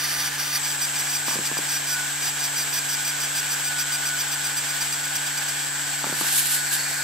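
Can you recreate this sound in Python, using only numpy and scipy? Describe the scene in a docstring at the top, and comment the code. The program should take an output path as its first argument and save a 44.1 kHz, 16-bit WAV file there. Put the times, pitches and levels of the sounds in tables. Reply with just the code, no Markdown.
"""A laser engraver burns a picture into leather line by line, heard on two microphone ports close by.
The driver whines on even current pulses or rings raggedly in shaded parts, in ever shorter bursts.
Around it an air pump hums on harmonics of its stroke, and fans give blade tones, rush and bearing whistle.
The opening has its own colour: duller fans, a low rumble and a different laser buzz. Damped resonances
give soft knocks; at the end the air nozzle leaves the leather and its noise hisses over the honeycomb bed."""
import sys
import numpy as np
from scipy import signal
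from scipy.fft import rfft, irfft
from scipy.io import wavfile
from scipy.ndimage import uniform_filter1d

SR = 44100
rng = np.random.default_rng(int(sys.argv[2]) if len(sys.argv) > 2 else 0)


def digitize_waveform(pressure):
    """Quantize a signal to 16-bit integers and store it at the path in sys.argv[1].

    Rows of a 2-D input are taken as channels; values are limited to [-1, 1].
    """
    field = np.atleast_2d(pressure).T
    bounded = np.clip(field, -1, 1)
    quanta = np.round(bounded * 32767).astype(np.int16)
    wavfile.write(sys.argv[1], SR, quanta)


N = 310023
TIME = np.arange(N) / SR
FREQS = np.maximum(np.fft.rfftfreq(N, 1 / SR), 1)
OPENING_S = .585  # length of the opening, which has its own rumble and laser buzz

# balance between the two microphone ports: frequency_hz, left_over_right_db
PORT_LEAN = [(60, -0.5), (80, 1), (110, -6), (140, -7), (190, -4), (260, 2), (340, -2), (460, -1.5),
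             (610, -0.5), (820, -0.5), (1100, -0.5), (1470, -2), (1960, -0.5), (2620, -5.5), (3510, -0.5),
             (4690, 1.5), (6270, 0), (8390, 3.5), (11200, -2.5), (15000, -4)]
# phase between the two microphone ports: frequency_hz, left_lead_rad
PORT_LEAD = [(60, 0), (2000, -.2), (3400, 0), (4800, -.4), (6500, -1), (7750, -1.8), (8400, -1.3),
             (10200, -2.9), (11700, -2.3), (13200, -3.4), (14800, -4.1)]


def from_db(db):
    """Decibels to gain."""
    return 10 ** (np.asarray(db) / 20)


def rms_one(x):
    """Scale to rms 1."""
    return x / np.sqrt(np.mean(x ** 2) + 1e-20)


def in_time(rows):
    """Each column of a curve at every sample, given rows that begin with a time in s."""
    seconds, *columns = np.transpose(rows)
    return [np.interp(TIME, seconds, column) for column in columns]


def at_hz(points, hz=FREQS):
    """Read a spectrum on a log-frequency axis."""
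    point_hz, value = np.transpose(points)
    return np.interp(np.log(hz), np.log(point_hz), value)


def drift(rate):
    """Smooth chance of rms 1 that changes about rate times a second."""
    knots = rng.standard_normal(N // 40)
    return rms_one(np.interp(TIME * rate, np.arange(len(knots)), knots))


def pan(lean_db):
    """Left and right gains of constant total power."""
    gains = np.array([from_db(lean_db / 2), from_db(-lean_db / 2)]).reshape(2, -1)
    return gains / np.sqrt(np.mean(gains ** 2, axis=0))


def hump(hz, centre_hz, width_hz):
    """Gain of a resonance: 1 on top, a third at one width to either side."""
    return 1 / (1 + ((hz - centre_hz) / width_hz) ** 2 * 2)


def humps(rows):
    """Gain per root Hz of a set of resonances, added as powers."""
    return np.sqrt(sum((from_db(db) * hump(FREQS, hz, width)) ** 2 for hz, width, db in rows))


def resonate(x, hz, width_hz):
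    """Two-pole resonance, gain 1 on top."""
    radius = np.exp(-np.pi * width_hz / SR)
    forward = np.array([1, 0, -1]) * (1 - radius * radius) / 2
    feedback = [1, -2 * radius * np.cos(2 * np.pi * hz / SR), radius * radius]
    return signal.lfilter(forward, feedback, x + 1e-18)


def port_turn():
    """Phase turns that split the lead evenly between the left and right spectra."""
    return np.exp(.5j * at_hz(PORT_LEAD) * np.array([[1], [-1]]))


def air(gain):
    """Turbulence with the given gain per root Hz, partly alike at the two ports."""
    # likeness of the ports: frequency_hz, shared_power (0-1)
    likeness = [(30, .7), (70, 1), (130, 0.5), (640, 0.86), (1400, 0.41), (3100, 0.57), (7000, 0.55),
                (15000, 0.12)]
    shared, *own = rfft(rng.standard_normal((3, N)))
    alike = np.clip(at_hz(likeness), 0, 1)
    ports = np.sqrt(alike) * shared * port_turn() + np.sqrt(1 - alike) * np.array(own)
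    return irfft(ports * pan(at_hz(PORT_LEAN)) * gain, N) * np.sqrt(SR / 2)


def tone(turns, lead):
    """A sine of rms 1 that reaches the left port lead radians earlier."""
    phase = 2 * np.pi * ((turns + rng.random()) % 1)
    return np.sqrt(2) * np.sin(np.array([phase, phase - lead], dtype=np.float32))


def opening_rumble():
    """A faint low rumble of noise near 76 Hz under the opening, fading over 50 ms."""
    # resonance of the rumble: centre_hz, width_hz, level_db (per Hz)
    rumble = (76, 18, -72)
    opening = uniform_filter1d((TIME < OPENING_S).astype(float), SR // 20)
    return air(humps([rumble])) * opening


def pump():
    """The diaphragm hums on harmonics and the half of a nearly constant stroke rate."""
    # partials of the air pump: stroke_multiple, rms_db, left_lead_rad
    partials = [(.5, -68, 0), (1, -45.5, 0.015), (2, -51, -0.082), (3, -64, -0.32), (6, -53.5, -0.054),
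                (7, -55.5, 0.53), (8, -64.5, 0.065)]
    stroke_hz, wander = 144.05, 0.0008  # wander: rms share of the rate
    turns = np.cumsum(stroke_hz * (1 + wander * drift(2.91))) / SR
    return sum(from_db(db) * tone(multiple * turns, lead) for multiple, db, lead in partials)


def fan_rush():
    """Broad air noise, raised where the ducts resonate, and the fan that travels with the head."""
    # rush of the fans, before flutter and the scene's level: frequency_hz, level_db (per Hz)
    rush = [(25, -99), (50, -92), (75, -82), (110, -79.5), (210, -81), (460, -78), (620, -75.5),
            (780, -68.5), (1100, -73.5), (2000, -68), (3300, -73), (3900, -71.5), (8800, -68.5),
            (10300, -78.5), (16000, -83.5)]
    # resonances of ducts and cooling fins, before the same: centre_hz, width_hz, level_db (per Hz)
    ducts = [(1624, 270, -64.5), (2395, 52, -64), (11330, 850, -73.5), (13570, 950, -72)]
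    # fan on the laser head, before its fade and the same: centre_hz, width_hz, level_db (per Hz)
    head_fan = [(1220, 260, -77.5), (3176, 840, -69.5), (5900, 2600, -88)]
    # head fan's change of level, fading as the head leaves: time_s, extra_db
    head_fade = [(0, 1), (.6, -0.5), (2, 0), (4, 1.5), (5.6, 1.5), (6.4, -2.5), (6.65, -12), (7.03, -21)]
    flutter_db = 0.8
    broad = air(np.hypot(from_db(at_hz(rush)), humps(ducts)))
    head = air(humps(head_fan)) * from_db(in_time(head_fade)[0])
    return (broad + head) * from_db(flutter_db * drift(40))


def sing_level():
    """Level of the strongest fan tone in dB before its trim and flutter: a curve plus flat-topped swells."""
    # underlying level of the strongest fan tone: time_s, level_db
    steady = [(0, -47.5), (2.8, -45), (3.2, -42), (5.2, -41), (6.1, -45.5), (7.03, -39.5)]
    # its swells: start_s, end_s, extra_db
    swell_rows = [(1.887, 2.09, 7.9), (3.634, 4.165, 6.1), (6.54, 6.664, 6.9)]
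    edge_s = 0.04
    level_db = in_time(steady)[0]
    for start, end, db in swell_rows:
        inside_s = np.minimum(TIME - start, end - TIME)
        level_db = level_db + db * np.clip(inside_s / edge_s + .5, 0, 1)
    return level_db


def fan_tones():
    """Blade tones, shaken in pitch and level by the uneven inflow."""
    # weaker fan tones: pitch_hz, rms_db, unsteadiness (0-1)
    blades = [(1377, -53, 0.61), (1510, -49.5, 0.79), (1610, -57, 0.86), (1590, -45.5, .7),
              (1623, -48.5, 0.66), (1654, -52.5, 0.81), (1734, -48, 0.78), (1780, -58, 0.82),
              (2135, -57, 0.16), (2252, -53.5, 0.22)]
    sing_hz, trim_db, flutter_db = 1477, -0.5, 2.5
    sway_hz = 11  # rms pitch sway at unsteadiness 1
    sing_turns = np.cumsum(sing_hz + 2 * drift(15)) / SR
    sing = tone(sing_turns, at_hz(PORT_LEAD, sing_hz)) * pan(at_hz(PORT_LEAN, sing_hz))
    out = from_db(sing_level() + trim_db + flutter_db * drift(14)) * sing
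    for hz, db, unsteady in blades:
        turns = np.cumsum(hz + unsteady * sway_hz * drift(30)) / SR
        level = from_db(db) * (1 + unsteady * drift(25)) / np.hypot(1, unsteady)
        out = out + level * tone(turns, at_hz(PORT_LEAD, hz)) * pan(at_hz(PORT_LEAN, hz))
    return out


def bearings():
    """High orders of each rotor's turning rate sing through a resonance of its fan frame."""
    # fan rotors, before the scene's level: turns_per_s, rms_db, frame_centre_hz, frame_width_hz
    rotors = [(150, -37, 7930, 450), (156.7, -36.5, 7560, 540)]
    wander, scatter_hz = .002, 14  # rms: share of the turning rate, pitch scatter of each order
    out = 0
    for rate, db, ring_hz, width_hz in rotors:
        turns = np.cumsum(rate * (1 + wander * drift(4))) / SR
        whistle = 0
        for order in range(43, 56):
            hz = order * rate
            scatter = np.cumsum(scatter_hz * drift(90)) / SR
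            gain = hump(hz, ring_hz, width_hz) * pan(at_hz(PORT_LEAN, hz))
            whistle = whistle + gain * tone(order * turns + scatter, at_hz(PORT_LEAD, hz))
        out = out + from_db(db) * rms_one(whistle)
    return out


def knocks():
    """Soft knocks, probably a hose or cable bumping: a damped thud and clack with a brief rattle behind."""
    # soft knocks: time_s, low_thud_peak_db, hollow_clack_peak_db
    knock_rows = [(1.2827, -24, -17), (1.311, -45, -21), (1.33, -36, -25), (1.357, -22.5, -38),
                  (1.365, -26, -38), (1.389, -19.5, -41), (1.515, -22.5, -26), (1.57, -29, -21),
                  (1.589, -22, -32), (6.042, -23, -14.5), (6.068, -24, -30), (6.097, -26, -38),
                  (6.126, -20.5, -30), (6.212, -20.5, -19.5), (6.246, -43, -24.5)]
    thud, clack = (245, 220), (860, 570)  # centre Hz, width Hz
    rattle_db, rattle_s = -30, 0.019  # against the first impulse; decay time
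    out, age = np.zeros(N), TIME[:SR // 10]
    # soft contact passes 140-1700 Hz
    contact = signal.butter(2, [140, 1700], "band", fs=SR, output="sos")
    for s, *levels in knock_rows:
        push = from_db(rattle_db) * rng.standard_normal(len(age)) * np.exp(-age / rattle_s)
        push[0] = 1
        at = int(s * SR)
        for (hz, width), db in zip((thud, clack), levels):
            ring = signal.sosfilt(contact, resonate(push, hz, width))
            out[at:at + len(age)] += from_db(db) * ring / np.abs(ring).max()
    return out


def jet_level():
    """Level of the jet in dB: its hiss curve plus gusts that rise fast and die more slowly."""
    # air jet as the nozzle leaves the leather and moves off: time_s, level_db
    jet_curve = [(5.8, -66), (6.11, -44), (6.17, -32), (6.57, -32), (6.65, -38), (7.03, -38)]
    # gusts where the jet strikes a cell wall: peak_s, level_db
    gusts = [(6.21, -24), (6.273, -23.5), (6.328, -21), (6.358, -19.5), (6.384, -15), (6.463, -22),
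             (6.517, -20), (6.547, -21), (6.735, -20)]
    attack_s, release_s = 0.016, 0.033
    power = from_db(in_time(jet_curve)[0]) ** 2
    for s, db in gusts:
        away = np.maximum((s - TIME) / attack_s, (TIME - s) / release_s)
        power = power + (from_db(db) * np.exp(-np.minimum(away, 20))) ** 2
    return 10 * np.log10(power)


def nozzle():
    """The air jet is chopped by the honeycomb's edges and sets its cells resounding."""
    # colour of the jet, before its level is set: frequency_hz, relative_db (per Hz)
    jet_colour = [(800, -20), (1500, -6), (2800, 8), (4000, 9), (6000, 5.5), (8200, 11), (10000, 10.5),
                  (11500, 9.5), (12200, 7), (12800, 12), (13900, 6), (14900, 0), (16000, -11)]
    # how hard air blown across the open cells sounds them: time_s, extra_db
    cell_blow = [(0, 0.5), (.578, -9), (.592, -16), (6.1, -3), (6.35, -0.5), (6.7, 1.5), (6.74, -3),
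                 (6.79, 3.5), (7.03, 1)]
    # resonances of the cells, before the blowing level: centre_hz, width_hz, level_db (per Hz)
    cells = [(1790, 300, -65.5), (4430, 110, -63), (4760, 220, -68.5)]
    split_hz, knee_db = 6500, -27
    sputter_db = 1.2 * drift(700)
    hiss = rms_one(air(from_db(at_hz(jet_colour))))
    low = signal.sosfiltfilt(signal.butter(2, split_hz, fs=SR, output="sos"), hiss)
    # a harder jet gets brighter: above the knee its low part grows only half as fast
    blow_db = jet_level()
    low_db = np.minimum(blow_db, (blow_db + knee_db) / 2)
    jet = (low * from_db(low_db) + (hiss - low) * from_db(blow_db)) * from_db(sputter_db)
    return jet + air(humps(cells)) * from_db(in_time(cell_blow)[0])


def fill_burns():
    """Lines of a tapering shape (start_s, end_s, level_db): they come faster as they shorten; the tip is faint."""
    first_s, lines, turn_s = 2.2215, 26, .0929  # one turn of the carriage between lines
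    widest_s, narrowest_s, taper_power = .0796, .0146, 1.5
    line_db, last_line_db, scatter_db = 1.9, -5, 1
    lengths = narrowest_s + (widest_s - narrowest_s) * np.linspace(1, 0, lines) ** taper_power
    ends = first_s + np.cumsum(lengths + turn_s) - turn_s
    levels = np.append(line_db + scatter_db * rng.standard_normal(lines - 1), last_line_db)
    return list(zip(ends - lengths, ends, levels))


def laser():
    """Even current pulses give a clean whine; in shading their ends scatter, so the coil rings raggedly."""
    # burns over the irregular upper part of the picture: start_s, end_s, level_db (before flicker)
    upper_burns = [(0, .294, 0.5), (.38, .487, 0.5), (.488, .58, 2.5), (.633, .727, 0.5), (.812, .857, 3.5),
                   (.957, 1.015, 2.5), (1.087, 1.175, 2), (1.266, 1.357, -0.5), (1.452, 1.478, 1),
                   (1.576, 1.588, 2.5), (1.688, 1.779, 2), (1.87, 1.953, 1.5)]
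    # driver whine, before burn level and shading:
    # pulse_multiple, rms_db, left_over_right_db, left_lead_rad, extra_db (in the opening)
    partials = [(1, -51, 0, -.1, 9), (2, -42.5, -4, .4, -9), (3, -53, 0, 0, 9.5), (4, -35.7, 1, -.3, -3.8),
                (5, -38.3, 1, -1, .5), (7, -36.5, 4, -1.3, -5), (8, -38.5, 0, -2.5, -6),
                (9, -43, -4, -2.7, 2), (10, -43.5, -1.5, -2.3, -3), (11, -39.5, -2, 2.8, -9),
                (12, -40, -10, 2.2, -.5), (13, -57, -2, 0, 3)]
    # resonances of the driver's coil and housing, before burn level and shading:
    # centre_hz, width_hz (half of each pole pair's), rms_db, left_over_right_db, extra_db (in the opening)
    coil = [(1940, 270, -51.5, -3, 13), (2410, 110, -44.5, 9, -1), (3340, 320, -42.5, 0, -3),
            (4564, 130, -41, 3, 4.5), (4840, 210, -38, -9, 0), (5710, 210, -34, 3, -0.5),
            (5900, 170, -40.5, -7, -17), (8780, 570, -40, 6, -1), (9460, 190, -39, -7, -7),
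            (10800, 320, -40, -7, 6), (11950, 500, -43.5, 11, 8), (13400, 410, -38.5, -4, 0),
            (14000, 430, -36.5, -23, -9)]
    pulse_hz, edge_s = 1202.1, .002
    shaded_share, outline_s = 0.57, 0.019  # half-tone share (0-1), its onset from either end of a line
    flicker_db, flicker_per_s = 1.43, 50  # the beam's power follows the light and dark of the picture
    jitter_turns = 0.0056  # rms, in pulse periods

    on, shading, opening = np.zeros(N), np.zeros(N), TIME < OPENING_S
    for start, end, db in list(upper_burns) + fill_burns():
        inside = slice(max(int(start * SR), 0), int(end * SR))
        on[inside] = from_db(db)
        # the picture has solid outlines and is shaded within
        from_edge_s = np.minimum(TIME[inside] - start, end - TIME[inside])
        shading[inside] = shaded_share * np.clip(from_edge_s / outline_s, 0, 1)
    on = uniform_filter1d(on, int(edge_s * SR) + 1) * from_db(flicker_db * drift(flicker_per_s))
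    shading = np.clip(shading * (1 + drift(90) / 2), 0, 1)

    # small wavering of pulse timing blurs the high partials most
    turns = pulse_hz * TIME + jitter_turns * drift(160)
    whine = 0
    for multiple, db, lean, lead, opening_db in partials:
        whine = whine + from_db(db + opening_db * opening) * pan(lean) * tone(multiple * turns, lead)

    # in shaded parts each pulse ends at a moment of its own
    cycles = np.arange(int(N / SR * pulse_hz) - 1)
    end_cycles = cycles + rng.random(len(cycles)) * 2 / np.pi
    switch_off = np.zeros(N)
    switch_off[(end_cycles * SR / pulse_hz).astype(int)] = 1
    ragged = 0
    for hz, width, db, lean, opening_db in coil:
        ring = resonate(resonate(switch_off, hz, 2 * width), hz, 2 * width)
        ragged = ragged + from_db(db + opening_db * opening) * pan(lean) * rms_one(ring)
    ragged = irfft(rfft(ragged) * port_turn(), N)
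    return on * (np.sqrt(1 - shading) * whine + np.sqrt(shading) * ragged)


def scene():
    """Rumble, pump, fans, knocks, nozzle and laser together."""
    # levels of bearing whistle and fan rush: nearly no whistle in the opening, then strong:
    # time_s, whistle_extra_db, rush_extra_db
    fan_levels = [(0, -22, 1), (.578, -22, 0), (.592, 3, 0.5), (2, 2, 0), (3.5, 3, -0.2), (5, 2.5, 0),
                  (5.8, 3, -0.35), (6.3, 2, 1), (6.6, 5, -0.5), (7.03, 1.5, 1)]
    whistle_db, rush_db = in_time(fan_levels)
    fans = from_db(rush_db) * fan_rush() + fan_tones() + from_db(whistle_db) * bearings()
    return opening_rumble() + pump() + fans + knocks() + nozzle() + laser()


def record(dry):
    """The top is cut steeply above 15650 Hz."""
    return signal.sosfilt(signal.ellip(12, .1, 90, 15650, fs=SR, output="sos"), dry)


dry = scene()
out = record(dry)
digitize_waveform(out)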